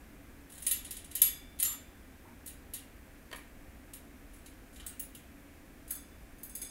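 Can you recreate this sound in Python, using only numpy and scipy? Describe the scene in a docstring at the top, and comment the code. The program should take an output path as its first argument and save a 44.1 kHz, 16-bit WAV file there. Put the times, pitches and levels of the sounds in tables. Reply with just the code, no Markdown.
"""A quiet room with a bird cage, one microphone: rumble, hiss and a faint hum run throughout as shaped noise and a sine.
From half a second in, a budgie pecks and shoves a small metal bell lying on the wire cage top: chatters of clicks,
dying bell modes, random ticks of scraping and nibbling, and wires rung by three bumps. Soft noise rustles start at 1.6 s.
At 3.3 s comes a dull double knock with a rebound, in short resonances; sparser pecks follow.
From 5.9 s the bird walks off, its claws plucking the wires, which ring in beating clusters of modes."""
import sys
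import numpy as np
from scipy import signal
from scipy.fft import rfft, irfft
from scipy.io import wavfile

SR = 44100
rng = np.random.default_rng(int(sys.argv[2]) if len(sys.argv) > 2 else 0)


def log_audio(samples):
    """Write samples as a 16-bit WAV file to the path given in sys.argv[1]."""
    # one column per channel
    frames = np.atleast_2d(samples).T
    # limit to full scale, then quantise
    limited = np.clip(frames, -1, 1)
    pcm = np.round(limited * 32767).astype(np.int16)
    wavfile.write(sys.argv[1], SR, pcm)


N = 295470
T = np.arange(SR) / SR  # one second of time, the longest a single sound lasts
HZ = np.fft.rfftfreq(SR, 1 / SR)


def amp(db):
    """Decibels to gain."""
    return 10 ** (np.asarray(db) / 20)


def unit(x):
    """Scales to rms 1."""
    return x / np.sqrt(np.mean(abs(x) ** 2) + 1e-20)


def read(points, hz):
    """Reads a two-column table on a log-frequency axis."""
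    table_hz, value = np.transpose(points)
    return np.interp(np.log(hz + 1), np.log(table_hz + 1), value)


def add(mix, start_s, sound):
    """Mixes a sound in at its start time, cut off at the end of the scene."""
    part = mix[round(start_s * SR):][:len(sound)]
    part += sound[:len(part)]


def colour(x, gain_db):
    """Causal minimum-phase filter with the given gain curve, scaled to unit power gain."""
    cepstrum = irfft(np.log(unit(amp(gain_db))))
    # fold the cepstrum onto positive time
    cepstrum[1:SR // 2] *= 2
    cepstrum[SR // 2 + 1:] = 0
    impulse_response = irfft(np.exp(rfft(cepstrum)))[:SR // 20]
    return signal.fftconvolve(x, impulse_response)[:len(x)]


def room_noise(spectrum, level_db):
    """Steady noise of the room: white noise shaped by a spectrum and set to an rms level."""
    hz = np.fft.rfftfreq(N, 1 / SR)
    shaped = rfft(rng.standard_normal(N)) * amp(read(spectrum, hz))
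    return amp(level_db) * unit(irfft(shaped, N))


# colour of the low room noise: (frequency_hz, relative_density_db [dB per Hz])
RUMBLE = [(8.8, -38.5), (15, -3.5), (59, -0.5), (74, -2.5), (119, -14), (147, -10.5), (172, -14),
          (213, -10), (269, -7), (290, -5.5), (309, -12), (339, -12.5), (447, -19.5), (539, -17),
          (600, -25), (780, -54), (1320, -120)]
# colour of the higher room noise: (frequency_hz, relative_density_db [dB per Hz])
HISS = [(350, -40), (600, -5), (679, -1.5), (727, -6.5), (790, -4.5), (834, -8.5), (1400, -8.5), (1660, -5),
        (1900, -7.5), (2400, -8), (2910, -14.5), (4340, -20), (13200, -18), (14500, -18), (16000, -23.5)]
RUMBLE_DB, HISS_DB = -54, -61  # rms levels
# faint steady tone in the room: (pitch_hz, level_db [rms])
HUM = [(285.3, -72.5)]


def background():
    """The empty room: two bands of steady noise and a faint sine hum."""
    time_s = np.arange(N) / SR
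    hum = np.zeros(N)
    for pitch_hz, level_db in HUM:
        tone = np.sin(2 * np.pi * (pitch_hz * time_s + rng.random()))
        hum += amp(level_db) * np.sqrt(2) * tone
    return room_noise(RUMBLE, RUMBLE_DB) + room_noise(HISS, HISS_DB) + hum


# how long the room takes to die away by 60 dB: (frequency_hz, t60_s)
ROOM_T60 = [(500, 0.38), (2500, 0.48), (6000, 0.32), (10000, 0.22), (16000, 0.216)]


def room_tail(size=256):
    """Diffuse reflections: noise with each band dying at its own speed."""
    hz, time_s, bands = signal.stft(rng.standard_normal(SR), SR, nperseg=size)
    fade = amp(-60 * time_s / read(ROOM_T60, hz)[:, None])
    return signal.istft(bands * fade, SR, nperseg=size)[1][:SR]


def contact(length_s, spectrum_db, room_db, grain, room_rise_s=0.002, usual_length_s=0.0046):
    """Hard surfaces chatter in a burst of tiny impacts; the room returns their energy as a tail."""
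    sizes = np.exp(grain * rng.standard_normal(SR).clip(-2, 2))  # grain: unevenness of the impacts
    impacts = unit(rng.choice([-1., 1.], SR) * sizes)
    burst = impacts * np.exp(-(T / length_s) ** 4 / 2)
    tail = room_tail() * (1 - np.exp(-T / room_rise_s))
    tail *= np.sqrt(length_s / usual_length_s)  # a longer burst feeds the room more energy
    return colour(burst + amp(room_db) * tail, spectrum_db)


def touch(spectrum, body_db, top_db, hz, height_db, width_hz=300, body_hz=6000, top_hz=13000):
    """The place and hardness of a contact tilt its spectrum and lift one damped resonance."""
    body = 1 / (1 + (HZ / body_hz) ** 8)
    top = 1 - 1 / (1 + (HZ / top_hz) ** 24)
    resonance = 1 / (1 + ((HZ - hz) / width_hz) ** 2)
    return read(spectrum, HZ) + body_db * body + top_db * top + height_db * resonance


USUAL_DB = -35  # level of a usual blow
CHATTER_S, SHORTENING_PER_DB = 0.0061, 0.011  # length of a usual blow, share lost per dB of force
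HEIGHT_PER_DB = 0.22  # dB of resonance per dB of force
BODY_PER_HARDNESS = -0.573  # dB of body per dB of hardness


def blow(spectrum, level_db, hardness_db, hz, body_db, height_db):
    """A stronger blow is over sooner and lifts its resonance more; a harder one trades body for top."""
    force_db = level_db - USUAL_DB
    length_s = CHATTER_S * np.exp(-SHORTENING_PER_DB * force_db)
    body_db = body_db + BODY_PER_HARDNESS * hardness_db
    height_db = height_db + HEIGHT_PER_DB * force_db
    return length_s, touch(spectrum, body_db, hardness_db, hz, height_db)


def fine_modes(depth_db, spacing_hz=55):
    """Thin metal has countless weak modes: an uneven comb in dB over frequency."""
    knots = np.arange(0, SR, spacing_hz)
    return depth_db * np.interp(HZ, knots, rng.standard_normal(len(knots)))


def ring(modes, direct, swell_s, waver, waver_hz=35):
    """Dying modes that swell as their reflections gather and waver at random in level and phase."""
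    out = np.zeros(SR)
    slow_t = np.arange(0, 2, 1 / waver_hz)
    for hz, level_db, t60_s in modes:
        drift = rng.standard_normal((len(slow_t), 2)) @ [1, 1j]  # complex: moves level and phase
        wavering = 1 + waver * np.interp(T, slow_t, drift)
        tone = (wavering * np.exp(2j * np.pi * (hz * T + rng.random()))).real
        out += amp(level_db) * 1000 ** (-T / t60_s) * tone
    return out * (1 - (1 - direct) * np.exp(-T / swell_s))


# beak and clapper on the bell:
# (start_s, level_db, hardness_db, resonance_hz, ring_db [re level], rim_db [strike near the rim])
PECKS = [ (.499, -52.5, -3, 11500, -19, 0), (.521, -49.5, -1, 9220, -21, 0),
         (.579, -47.5, -3, 9400, -18, 2), (.623, -40.5, -1, 9600, -20, 0),
         (0.6664, -23, 1, 9670, -15.5, 6.5), (0.7118, -24, 1, 11440, -6.5, 7),
         (0.847, -42, -8, 9750, -21, 7), (.9082, -34.5, -1, 11620, -18, -1), (.967, -43, -7, 9600, -16, 6),
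         (1.044, -49, -6, 9700, -17.5, 0), (1.113, -47, -10.5, 11500, -15, 0),
         (1.1523, -30, -1, 12500, -23, 9), (1.2177, -16, 2, 11480, -2, -3),
         (1.589, -46, -11, 11500, -5, 12), (1.5995, -29, -1.5, 9780, -17, 8), (1.627, -24, 0, 11540, -4, 6),
         (1.65, -30, -1.5, 11500, -6, 24.5), (2.461, -40, 5, 11440, -23, 5.5),
         (2.475, -41.5, -0.5, 9700, -20, 0), (2.7364, -37.5, -2, 11530, -17, 0),
         (2.745, -40, -4, 9780, -20, 0), (3.359, -49, 1, 11320, -17.5, 0), (3.935, -44, -2, 9250, -8, 8),
         (4.460, -50.5, -9, 10100, -16, 0), (4.759, -56, -18, 7460, -6, 5), (4.799, -51, -18, 3200, -16, 1),
         (4.8643, -35.5, 2.5, 8470, -25, -1), (4.996, -31, 9, 9900, -19, 0),
         (5.149, -46.5, 0, 3220, -10, -3.5)]
# modes of the bell: (pitch_hz, level_db [before the rim share], t60_s, rim_share [fraction of rim_db])
BELL = [(1270, -37, 0.45, 0.77), (2150, -38.5, 0.4, .9), (2490, -42, 0.3, 0.35), (3213, -35, .3, 0.8),
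        (3770, -37, 0.27, 0.96), (4300, -29.5, 0.18, 0.98), (6700, -25, 0.18, -0.77),
        (7235, -16, 0.31, 0.86), (7700, -30, .2, .7), (8630, -26, .24, .2), (9940, -14.5, 0.33, 0),
        (9890, -26, 0.23, .6), (10400, -13, 0.22, .1), (11600, -12, 0.206, 0.31), (11412, -13, 0.3, 0.82),
        (11417, 0.5, 0.26, 0.2), (11550, -14, 0.18, 0.5), (11460, -13, 0.27, 0.11),
        (11893, -15, 0.2, -0.039), (12560, -16.5, 0.217, 0.038), (12700, -19, .19, 0),
        (13545, -19, 0.28, 0.58), (13700, -21, 0.246, .5), (14900, -17.5, 0.15, 0.02),
        (15226, -25.5, .15, -0.0074), (15530, -24, .16, -0.11)]
# colour of a contact on the bell: (frequency_hz, relative_level_db)
CLICK = [(100, -35), (800, -23), (1400, -20), (2100, -9), (2600, -11.5), (3200, -6.5), (4200, -8),
         (5400, -11), (7800, -2.5), (10500, 2), (12200, -2), (13500, -5), (14500, -7.5), (15600, -3)]
# the bell knocks against the wires it lies on: (start_s, level_db)
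BUMPS = [(.7115, -40), (1.2175, -28), (1.628, -36)]
BEAK_BODY_DB, BEAK_HEIGHT_DB = 1, 10.5  # for a usual blow


def bell():
    """Each peck clicks; a free bell rings on, a held one hardly does; bumps shake the wires below."""
    metal_db = fine_modes(depth_db=4.5)
    out = scrapes_and_nibbles(read(CLICK, HZ) + metal_db)
    for start_s, level_db, hardness_db, hz, ring_db, rim_db in PECKS:
        modes = [(mode_hz, mode_db + share * rim_db, t60_s) for mode_hz, mode_db, t60_s, share in BELL]
        length_s, spectrum_db = blow(CLICK, level_db, hardness_db, hz, BEAK_BODY_DB, BEAK_HEIGHT_DB)
        click = contact(length_s, spectrum_db + metal_db, room_db=-5.0, grain=1.0)
        ringing = amp(ring_db) * ring(modes, direct=0.69, swell_s=0.0487, waver=0.23)
        add(out, start_s, amp(level_db) * (click + ringing))
    for start_s, level_db in BUMPS:
        add(out, start_s, amp(level_db) * wire_ring(octave_db=-3.5))
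    return out


# spans of light scraping and faint nibbling on the bell: (start_s, end_s, level_db)
SCRAPES = [(.53, .655, -54), (.80, 1.137, -68), (1.654, 1.74, -46.5), (4.332, 4.404, -61.5),
           (4.721, 4.79, -61)]


def scrapes_and_nibbles(spectrum_db, ticks_per_s=110, size_db=4, room_db=-7):
    """Light scraping and faint nibbling on the bell, as irregular random ticks."""
    out = np.zeros(N)
    for start_s, end_s, level_db in SCRAPES:
        duration_s = end_s - start_s
        ticks = (rng.random(SR) < ticks_per_s / SR) * amp(size_db * rng.standard_normal(SR))
        tick_sound = contact(0.0034, spectrum_db, room_db, grain=0.74)
        rattle = signal.fftconvolve(ticks * (T < duration_s), tick_sound)[:SR]
        # unit() sets the power over a whole second: a shorter span gets less energy
        add(out, start_s, amp(level_db) * np.sqrt(duration_s) * unit(rattle))
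    return out


# bending modes of the row of wires:
# (pitch_hz, spread_hz [from wire to wire], level_db [before the tilt per octave], t60_s)
WIRES = [(2304, 60, -22.5, 1), (3500, 60, -16.5, 0.98), (4930, 120, -15, 0.62), (6500, 180, -5, 0.4),
         (8220, 310, -3.5, 0.4), (10200, 180, -2.5, 0.33), (12610, 230, -11, 0.29), (15200, 350, -10, .2)]


def wire_ring(octave_db, direct=0.92, swell_s=0.022, count=9):
    """Neighbouring wires are tuned slightly apart, so each mode is a beating cluster.

    A heavy blow favours the low modes: octave_db tilts them, in dB per octave above the lowest."""
    out = np.zeros(SR)
    lowest_hz = WIRES[0][0]
    for hz, spread_hz, level_db, t60_s in WIRES:
        detune, phase = rng.uniform(-1, 1, (2, count, 1))
        wires = np.cos(2 * np.pi * (hz + spread_hz * detune) * T + np.pi * phase)
        cluster = wires.sum(0) / np.sqrt(count)
        tilt_db = octave_db * np.log2(hz / lowest_hz)
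        out += amp(level_db + tilt_db) * 1000 ** (-T / t60_s) * cluster
    return out * (1 - (1 - direct) * np.exp(-T / swell_s))


# soft, dull rustles as bird and toy shift: (start_s, end_s, level_db [before the fades], centre_hz)
RUSTLES = [(1.614, 1.804, -58.5, 1258), (2.217, 2.364, -62.5, 940), (4.755, 5.006, -64, 1380),
           (5.88, 6.038, -64, 1440)]


def rustles(octave_db=-20):
    """Short swells of rubbing noise around one broad resonance."""
    out = np.zeros(N)
    for start_s, end_s, level_db, centre_hz in RUSTLES:
        octaves_away = abs(np.log2((HZ + 1) / centre_hz)).clip(0, 4)
        rub = unit(colour(rng.standard_normal(SR), octave_db * octaves_away))
        size = int((end_s - start_s) * SR)
        add(out, start_s, amp(level_db) * rub[:size] * signal.windows.tukey(size, .8))
    return out


# a dull double knock and its rebound: (start_s, level_db, chatter_s)
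KNOCKS = [(3.3146, -42.5, 0.00303), (3.328, -40, 0.0081), (3.346, -46, .005)]
# colour of the knock before its resonances: (frequency_hz, relative_level_db)
KNOCK = [(100, -21.5), (400, -8.5), (1000, -13), (2400, -10.5), (3500, -14), (5500, -24.5), (11000, -19),
         (16000, -29.5)]
# resonances of the knocked body: (pitch_hz, width_hz, height_db)
KNOCK_BODY = [(600, 55, 8), (964, 42.6, 11.5), (1057, 39.6, 8), (1208, 48, 11), (1660, 42, 10),
              (1840, 50, 11), (2290, 117, 9), (3100, 57, 6.5), (4540, 140, 10)]


def knocks():
    """Two quick, woody knocks and a rebound, in short-lived resonances."""
    out = np.zeros(N)
    body_db = sum(height_db / (1 + ((HZ - hz) / width_hz) ** 2) for hz, width_hz, height_db in KNOCK_BODY)
    for start_s, level_db, chatter_s in KNOCKS:
        knock = contact(chatter_s, read(KNOCK, HZ) + body_db, room_db=-10.5, grain=.6)
        add(out, start_s, amp(level_db) * knock)
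    return out


# claws on the wires: (start_s, level_db, hardness_db, resonance_hz, ring_db [re level])
STEPS = [ (5.878, -51, -2, 8300, -5), (5.898, -46, -1, 10160, -16), (5.9071, -30, 2, 11740, -17.5),
         (5.952, -40.5, 3, 10200, -9.5), (6.384, -59, 4, 10200, -4), (6.432, -37, 4.5, 12200, -19),
         (6.495, -47.5, 3, 8300, -5.5), (6.5517, -34, 3, 11700, -11.5), (6.6164, -36, -5, 10470, -3)]
# colour of a claw contact: (frequency_hz, relative_level_db)
WIRE_CLICK = [(100, -39), (1200, -19.5), (2200, -16.5), (4800, -13.5), (5600, -16), (6500, -7.5),
              (7200, -13), (8300, -6.5), (9200, -7), (10300, 3.5), (11500, -6), (12700, 0.5),
              (13700, -14.5), (15400, -5.5)]
CLAW_BODY_DB, CLAW_HEIGHT_DB = -2.5, 8  # for a usual blow


def footsteps():
    """Claws catch the cage wires, which click and ring in close groups of modes."""
    out = np.zeros(N)
    metal_db = fine_modes(depth_db=4.5)
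    for start_s, level_db, hardness_db, hz, ring_db in STEPS:
        length_s, spectrum_db = blow(WIRE_CLICK, level_db, hardness_db, hz, CLAW_BODY_DB, CLAW_HEIGHT_DB)
        click = contact(length_s, spectrum_db + metal_db, room_db=-5.0, grain=0.64)
        ringing = amp(ring_db) * wire_ring(octave_db=-1.0)
        add(out, start_s, amp(level_db) * (click + ringing))
    return out


def scene():
    """The quiet room with bell, rustles, knocks and footsteps, on one channel."""
    return (background() + bell() + rustles() + knocks() + footsteps())[None]


EDGE_HZ = 15800  # upper band edge


def record(dry):
    """The recorder's band limit: a steep lowpass behind the microphone."""
    lowpass = signal.firwin(511, EDGE_HZ, window=("kaiser", 8), fs=SR)
    return signal.oaconvolve(dry, lowpass[None], "same")


dry = scene()
out = record(dry)
log_audio(out)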